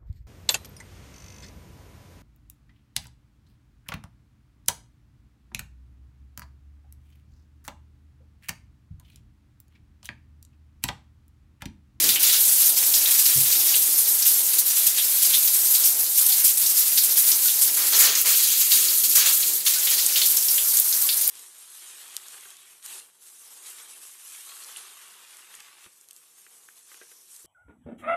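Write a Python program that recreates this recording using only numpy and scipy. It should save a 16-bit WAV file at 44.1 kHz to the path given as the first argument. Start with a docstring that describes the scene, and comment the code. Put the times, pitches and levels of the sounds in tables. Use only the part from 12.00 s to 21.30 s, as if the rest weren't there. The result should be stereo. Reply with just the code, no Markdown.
"""Sputtering shower on concrete

A shower on uneven pressure hits a bare concrete floor. Fine drops fizz, trapped air chokes the flow
and bursts out in spurts, and heavier slugs slap the puddle. The hard room answers and hums at its low
modes; something thuds softly far off in the building. One small microphone hears it all, and the water
turns hollow for about two seconds while it tips into the floor corner."""
import sys
import numpy as np
from scipy import signal
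from scipy.fft import rfft, irfft, next_fast_len
from scipy.io import wavfile
from scipy.ndimage import uniform_filter1d, minimum_filter1d

SR = 44100
rng = np.random.default_rng(int(sys.argv[2]) if len(sys.argv) > 2 else 0)


def file_out(sig):
    """Save sig as 16-bit WAV at sys.argv[1]."""
    # one column per channel
    cols = np.atleast_2d(sig).T
    # limit, then scale
    lim = np.clip(cols, -1, 1)
    pcm = np.round(lim * 32767).astype(np.int16)
    wavfile.write(sys.argv[1], SR, pcm)


N = 410130

# Strength of the stream: (time [s], fine spray [dB], splash in the puddle [dB])
STREAM_LEVELS = [(0, -22, -17.5), (0.45, -17.5, -32.5), (0.8, -18, -25.5), (1.2, -18.5, -26.5),
                 (1.7, -18, -25.5), (2.0, -19.5, -40), (2.75, -20, -28), (3.3, -19.5, -25.5),
                 (3.85, -17.5, -49), (4.6, -19.5, -31.5), (5.1, -20.5, -30.5), (5.75, -21, -31),
                 (6.4, -20, -20), (7.0, -21, -32.5), (7.45, -20, -29.5), (8.2, -22.5, -22), (8.7, -19, -62),
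                 (9.3, -22, -33)]
# How far the microphone tips into the floor corner: (time [s], share [0-1])
MIC_TILT = [(0, 0.06), (5.6, 0.08), (6.0, 0.8), (7.5, 0.8), (7.8, 0.15), (9.3, 0.07)]


def amp(db):
    return 10 ** (np.asarray(db) / 20)


def unit(x):
    return x / np.sqrt(np.mean(x ** 2) + 1e-20)


def along(points, hz):
    """Reads (Hz, value) points on a log frequency axis."""
    f, values = np.transpose(points)
    return np.interp(np.log(hz + 1), np.log(f + 1), values)


def curves(rows):
    """One value per sample for each column after the time."""
    times, *columns = np.transpose(rows)
    return [np.interp(np.arange(N) / SR, times, column) for column in columns]


def filtered(x, response):
    """Shapes x by a gain given as a function of frequency."""
    size = next_fast_len(len(x) + 8192)
    return irfft(rfft(x, size) * response(np.fft.rfftfreq(size, 1 / SR)), size)[:len(x)]


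def lift(peaks, hz):
    """Gain of a few resonant peaks and dips."""
    return amp(sum(db / (1 + ((hz - centre) / width * 2) ** 2) for centre, width, db in peaks))


def add(track, at, sound):
    track[round(at * SR):][:len(sound)] += sound


def swell(t60, rise):
    """Quarter-second envelope: quick rise, exponential fall, both in seconds."""
    t = np.arange(SR // 4) / SR
    return (1 - np.exp(-t / rise)) * amp(-60 * t / np.clip(t60, .003, 1))


def noise_band(centre_hz, octaves):
    """A quarter second of noise around one frequency; rms 1."""
    noise = rng.standard_normal(SR // 4)
    return unit(filtered(noise, lambda hz: np.exp(-.5 * (np.log2((hz + 1) / centre_hz) / octaves) ** 2)))


def sputter(rate, t60, rise):
    """Small random surges that start fast and die away; centred on zero, softly bounded."""
    kicks = rng.random(N) * (rng.random(N) < rate / SR)
    surges = signal.fftconvolve(kicks, swell(t60, rise))[:N]
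    return 2 * np.tanh(unit(surges - surges.mean()) / 2)


def tipped(x, response):
    """Crossfades into the corner's response as the microphone tips down."""
    share = curves(MIC_TILT)[0]
    return (1 - share) * x + share * filtered(x, response)


def hollow_corner(hz):
    """The floor corner colours the water with resonances and a comb of short echoes."""
    # Hollow colour: (centre [Hz], width [Hz], lift [dB])
    colour = [(770, 340, -8.5), (3250, 250, 2), (4240, 1000, 1), (5650, 610, -1), (7000, 680, 4.5)]
    # Echoes off the nearest walls: (delay [s], gain [linear])
    echoes = [(.00056, -.1), (.00195, -.11), (.0035, -.12)]
    comb = 1 + sum(gain * np.exp(-2j * np.pi * hz * delay) for delay, gain in echoes)
    return lift(colour, hz) * comb


def far_thuds():
    """Soft blows ring the low modes of the floor slab, roughened by a dull rumble."""
    # Blows: (time [s], ring [dB], rumble [dB], rumble centre [Hz])
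    blows = [(0.031, -48, -35, 333), (0.072, -45.5, -42, 220), (1.357, -31.5, -40, 278)]
    # Slab modes: (pitch [Hz], relative level [dB], t60 [s])
    slab_modes = [(136, 6, 0.3), (101, -1, 0.26)]
    out, t = np.zeros(N + SR), np.arange(SR // 4) / SR
    ring = sum(amp(db - 60 * t / t60) * np.sin(2 * np.pi * hz * t) for hz, db, t60 in slab_modes)
    attack = 1 - np.exp(-t / .0072)
    for at, ring_db, rumble_db, centre_hz in blows:
        rumble = noise_band(centre_hz, octaves=.6) * amp(-60 * t / .3)
        add(out, at, (amp(ring_db) * ring + amp(rumble_db) * rumble) * attack)
    return out[:N]


def room_drone():
    """The low wash of falling water, lifted at the room's modes; a narrow hum comes and goes."""
    # Level rides: (time [s], wash [dB], hum [dB])
    levels = [(0.0, -43, -48), (0.28, -50.5, -61), (1.27, -51.5, -62), (1.55, -48.5, -56),
              (1.89, -49.5, -51), (2.0, -51.5, -69), (3.15, -57.5, -76), (3.3, -50.5, -58), (3.7, -52, -78),
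              (4.6, -54, -62.5), (5.45, -51.5, -60), (6.09, -50.5, -63), (7.07, -52, -74), (7.35, -52, -76),
              (9.3, -54, -68)]
    # Tone of the wash: (frequency [Hz], relative level [dB])
    wash_tone = [(30, -28), (60, -19), (104, -13), (205, -14), (324, -5.5), (520, -6.5), (900, -5),
                 (2500, -38)]
    # Low room modes: (centre [Hz], width [Hz], lift [dB])
    room_modes = [(120, 33, 4), (506.4, 8.2, 11.5)]
    # How the modes shift in the corner: (centre [Hz], width [Hz], lift [dB])
    corner_modes = [(167, 11, 11.5), (266, 38, 10), (415, 90, 8), (750, 370, -11)]
    hum_hz, hum_width_hz = 319, 19
    wash_db, hum_db = curves(levels)
    wash = filtered(rng.standard_normal(N), lambda hz: amp(along(wash_tone, hz)) * lift(room_modes, hz))
    wash = tipped(unit(wash), lambda hz: lift(corner_modes, hz))
    hum = filtered(rng.standard_normal(N), lambda hz: 1 / (1 + ((hz - hum_hz) / hum_width_hz * 2) ** 2))
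    surge_db = 2.6 * sputter(rate=9.9, t60=.51, rise=.03)
    return amp(wash_db + surge_db) * wash + amp(hum_db) * unit(hum)


def room_reverb(x):
    """Hard walls hold the lows longest; a smooth, diffuse tail, redrawn every third of a second."""
    # Decay of the room: (frequency [Hz], t60 [s])
    decay_times = [(200, 1), (2000, 0.2), (12000, 0.03)]
    out, step, predelay_s = np.zeros(N + 2 * SR), SR // 3, .005
    for start in range(0, N, step):
        hz, t, noise = signal.stft(rng.standard_normal(SR // 2), SR, nperseg=256)
        decay = amp(-60 * t / along(decay_times, hz)[:, None])
        tail = signal.istft(noise * decay, SR, nperseg=256)[1]
        wet = signal.fftconvolve(x[start:start + step], tail / np.linalg.norm(tail))
        add(out, start / SR + predelay_s, wet)
    return out[:N]


def near_drops():
    """Single drops close by: dry ticks, and drips whose trapped bubble rings."""
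    # Dry ticks: (time [s], level [dB], centre [Hz])
    ticks = [(6.1523, -9.5, 6460), (6.214, -8, 13300), (8.063, -9, 8600), (8.799, -4, 12600),
             (9.0234, -9, 14100), (9.2766, -8, 13100)]
    # Pitched drips: (time [s], level [dB], pitch [Hz])
    drips = [(4.3, -39, 770), (5.455, -35, 1460), (7.762, -33, 1500), (9.047, -39, 1130)]
    out, t = np.zeros(N + SR), np.arange(SR // 4) / SR
    for at, db, hz in ticks:
        add(out, at, amp(db) * noise_band(hz, octaves=.38) * swell(.022, rise=.0002))
    for at, db, hz in drips:
        bubble = np.sin(2 * np.pi * hz * t * (1 + .097 * t))
        add(out, at, amp(db) * bubble * swell(.13, rise=.00099))
    return out[:N]


def patter(tone, rate, spread_db, impact_gain, patchy_db):
    """Single impacts of scattered size over the patchy hiss of countless finer ones; rms 1."""
    sizes = amp(spread_db * np.minimum(rng.exponential(1, N), 2)) * rng.standard_normal(N)
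    impacts = unit(sizes * (rng.random(N) < rate / SR))
    noise = signal.stft(rng.standard_normal(N + SR), nperseg=256)[2]
    patches = uniform_filter1d(uniform_filter1d(rng.standard_normal(noise.shape), 8, 0), 8, 1)
    hiss = unit(signal.istft(noise * amp(patchy_db * unit(patches)), nperseg=256)[1][:N])
    return unit(filtered(impact_gain * impacts + hiss, lambda hz: amp(along(tone, hz))))


def air_choke():
    """Dips in dB: the flow fades steadily while trapped air gathers, then snaps back."""
    # Lulls in the flow: (return time [s], depth [dB], fade length [s])
    lulls = [(0.194, 10, 0.047), (0.76, 5, 0.12), (2.661, 6.5, 0.082), (2.971, 5.5, 0.064),
             (4.0, 2.5, 0.14), (4.155, 4, 0.23), (4.57, 6, 0.11), (6.15, 29, 0.086), (6.256, 7.5, 0.18),
             (7.03, 0, 0.069), (7.255, 15, 0.048), (7.649, 8.5, 0.19), (8.841, 6, 0.048)]
    t, return_s = np.arange(0, N / SR, .001), .004
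    dip_db = sum(np.interp(t, [at - fade, at, at + return_s], [0, -db, 0]) for at, db, fade in lulls)
    return np.interp(np.arange(N) / SR, t, dip_db)


def flooding():
    """Envelopes of splash and slosh: the surging stream plus gushes that rise, sag and drain."""
    # Heavy water floods the puddle: (time [s], splash [dB], slosh [dB], hold [s])
    gushes = [(0.234, -22, -70, 0.15), (5.767, -35, -34.5, 0.095), (5.924, -20.5, -29.5, 0.21),
              (5.995, -25, -32.5, 0.18), (6.246, -30, -29, 0.064), (6.707, -24.5, -46, 0.15),
              (7.153, -18.5, -30.5, 0.15), (7.662, -23, -54, 0.019), ]
    attack_s, sag_db_per_s, drain_t60 = .0034, 27, .23
    surge_db = 2.9 * sputter(rate=30, t60=.13, rise=.002)
    splash_db = curves(STREAM_LEVELS)[1] + surge_db
    slosh_db = -42 - 2.5 * curves(MIC_TILT)[0] + .5 * surge_db  # softer when facing the corner
    envelopes = np.pad(amp([splash_db, slosh_db] + air_choke()), ((0, 0), (0, SR)))
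    t = np.arange(SR // 2) / SR
    for at, gush_splash_db, gush_slosh_db, hold in gushes:
        fall_db = sag_db_per_s * t + 60 * np.maximum(t - hold, 0) / drain_t60
        gush = (1 - np.exp(-t / attack_s)) * amp(-fall_db)
        add(envelopes[0], at, amp(gush_splash_db) * gush)
        add(envelopes[1], at, amp(gush_slosh_db) * gush)
    return envelopes[:, :N]


def puddle():
    """The stream lands on the wet floor: a bright splash over a deeper slosh."""
    # Tone of the splash: (frequency [Hz], relative level [dB])
    splash_tone = [(100, -89), (1200, -19), (2200, -10), (3800, -3.5), (6000, -2), (10000, -6), (15700, -4)]
    # Tone of the slosh: (frequency [Hz], relative level [dB])
    slosh_tone = [(100, -48), (450, -11), (850, -9), (1400, -5), (2200, -4.5), (4000, -13.5)]
    splashing, sloshing = flooding()
    splash = patter(splash_tone, rate=1900, spread_db=3.5, impact_gain=.35, patchy_db=2)
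    slosh = patter(slosh_tone, rate=300, spread_db=6, impact_gain=.35, patchy_db=1.5)
    return splashing * splash + sloshing * slosh


def slaps():
    """Each slug of water smacks, rings and spatters; trapped air bubbles and its tail lands late."""
    # Slugs hitting the floor: (time [s], level [dB], centre [Hz])
    slugs = [(0.09, -21.5, 3900), (0.159, -25.5, 2960), (0.297, -24, 3700), (0.34, -25, 3900),
             (0.939, -21, 5370), (1.056, -27, 3820), (1.255, -25, 4950), (1.522, -29, 4800),
             (1.741, -26, 3580), (2.223, -24.5, 5720), (2.257, -30.5, 3260), (2.982, -26, 3480),
             (3.248, -26.5, 5200), (3.3358, -22, 3750), (3.474, -28.5, 4780), (3.749, -26.5, 4540),
             (3.835, -26, 5480), (4.298, -31, 4270), (4.322, -26.5, 4430), (4.662, -25, 6000),
             (4.974, -22, 4500), (5.317, -22, 5800), (5.483, -28, 3470), (6.718, -22, 4350),
             (6.883, -28, 5200), (7.036, -28, 5000), (7.428, -30, 4130), (7.6634, -25.5, 3580),
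             (7.737, -27.5, 4640), (7.871, -26.5, 3370), (7.9958, -30.5, 4640), (8.158, -25, 3500),
             (8.216, -23.5, 3790), (8.37, -25, 6200), (8.483, -25.5, 5360), (8.581, -29.5, 3300),
             (8.926, -26.5, 5530), (9.089, -23.5, 4230)]
    out, t = np.zeros(N + SR), np.arange(SR // 4) / SR
    smack_db, bubble_db, latest_tail_s = 6.5, -3, .03
    for (at, db, hz), (wide, wet, late, *sizes) in zip(slugs, rng.random((len(slugs), 6))):
        smack = amp(smack_db) * noise_band(hz, octaves=.55) * swell(.022, rise=.0003)
        narrow_band = noise_band(hz, octaves=.2 + .12 * wide)
        ring = narrow_band * swell(.1 + .15 * wet, rise=.001)
        spatter = noise_band(.91 * hz, octaves=.77) * swell(.1, rise=.0005)
        add(out, at, amp(db) * (smack + ring + spatter))
        for size in sizes:
            bubble_hz = hz * 2 ** (.6 * size - .4)
            chirp = np.sin(2 * np.pi * bubble_hz * t * (1 + t))
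            add(out, at, amp(db + bubble_db) * chirp * swell(.06 + .1 * size, rise=.001))
        tail = narrow_band[::-1] * swell(.14, rise=.004)
        add(out, at + latest_tail_s * (1 + late) / 2, amp(db - 10 * wet) * tail)
    return out[:N]


def spray():
    """The fine jets break into fizzing drops; trapped air makes them spurt."""
    # Bursts from the shower head: (time [s], level [dB], t60 [s])
    spurts = [(0.085, -9, 0.079), (0.227, -2, 0.047), (0.58, -17, 0.16), (0.655, -12, 0.16),
              (1.186, -12, 0.1), (1.26, 0, 0.032), (1.977, -19, 0.08), (2.262, -7.5, 0.14),
              (2.305, -17, 0.052), (2.582, -8, 0.09), (2.865, 1, 0.042), (3.219, -13, 0.13),
              (3.342, -16, 0.13), (3.425, -13, 0.06), (3.607, -21, 0.044), (3.66, -24, .14),
              (3.849, -14, 0.12), (4.174, -7, 0.052), (4.262, 0, 0.027), (4.442, -11.5, 0.25),
              (4.612, -13, .08), (4.767, -10.5, 0.16), (4.978, -4, 0.04), (5.035, -12, 0.085),
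              (5.168, -11, 0.17), (5.276, -15, 0.13), (5.447, -16.5, 0.19), (5.613, -10, 0.14),
              (5.988, -1, 0.1), (6.718, -15, 0.2), (7.038, -10, 0.071), (7.15, -7, 0.11),
              (7.322, -12, 0.11), (8.255, -10.5, 0.12), (8.365, -13, 0.073), (8.507, -11, 0.054),
              (8.765, -14, 0.11), (9.21, -10, 0.048)]
    # Tone of the fizz: (frequency [Hz], relative level [dB])
    fizz_tone = [(200, -49), (1500, -29), (4000, -12), (8000, -4.5), (10500, -1.5), (12800, 1), (14500, -2),
                 (15700, -10.5)]
    flow_db = curves(STREAM_LEVELS)[0] + air_choke()
    surge_db = 1.5 * sputter(rate=50, t60=.05, rise=.012)
    envelope = np.pad(amp(flow_db + surge_db), (0, SR))
    for at, db, t60 in spurts:
        add(envelope, at, amp(db) * swell(t60, rise=.011))
    return envelope[:N] * patter(fizz_tone, rate=3100, spread_db=2.5, impact_gain=.47, patchy_db=2)


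def scene():
    """Water and its reverb over the drone and thuds, the same in both channels."""
    water = tipped(spray() + puddle() + slaps(), hollow_corner) + near_drops()
    mono = water + amp(-14) * room_reverb(water) + room_drone() + far_thuds()
    return np.array([mono, mono])


def record(dry):
    """A peak limiter catches the sharpest hits, then the very top of the treble is cut."""
    ceiling, top_hz = .85, 15750
    needed_gain = np.minimum(1, ceiling / (np.abs(dry) + 1e-9))
    gain = uniform_filter1d(minimum_filter1d(needed_gain, size=129), size=65)
    return np.array([filtered(side, lambda hz: hz < top_hz) for side in dry * gain])


dry = scene()
out = record(dry)
file_out(out)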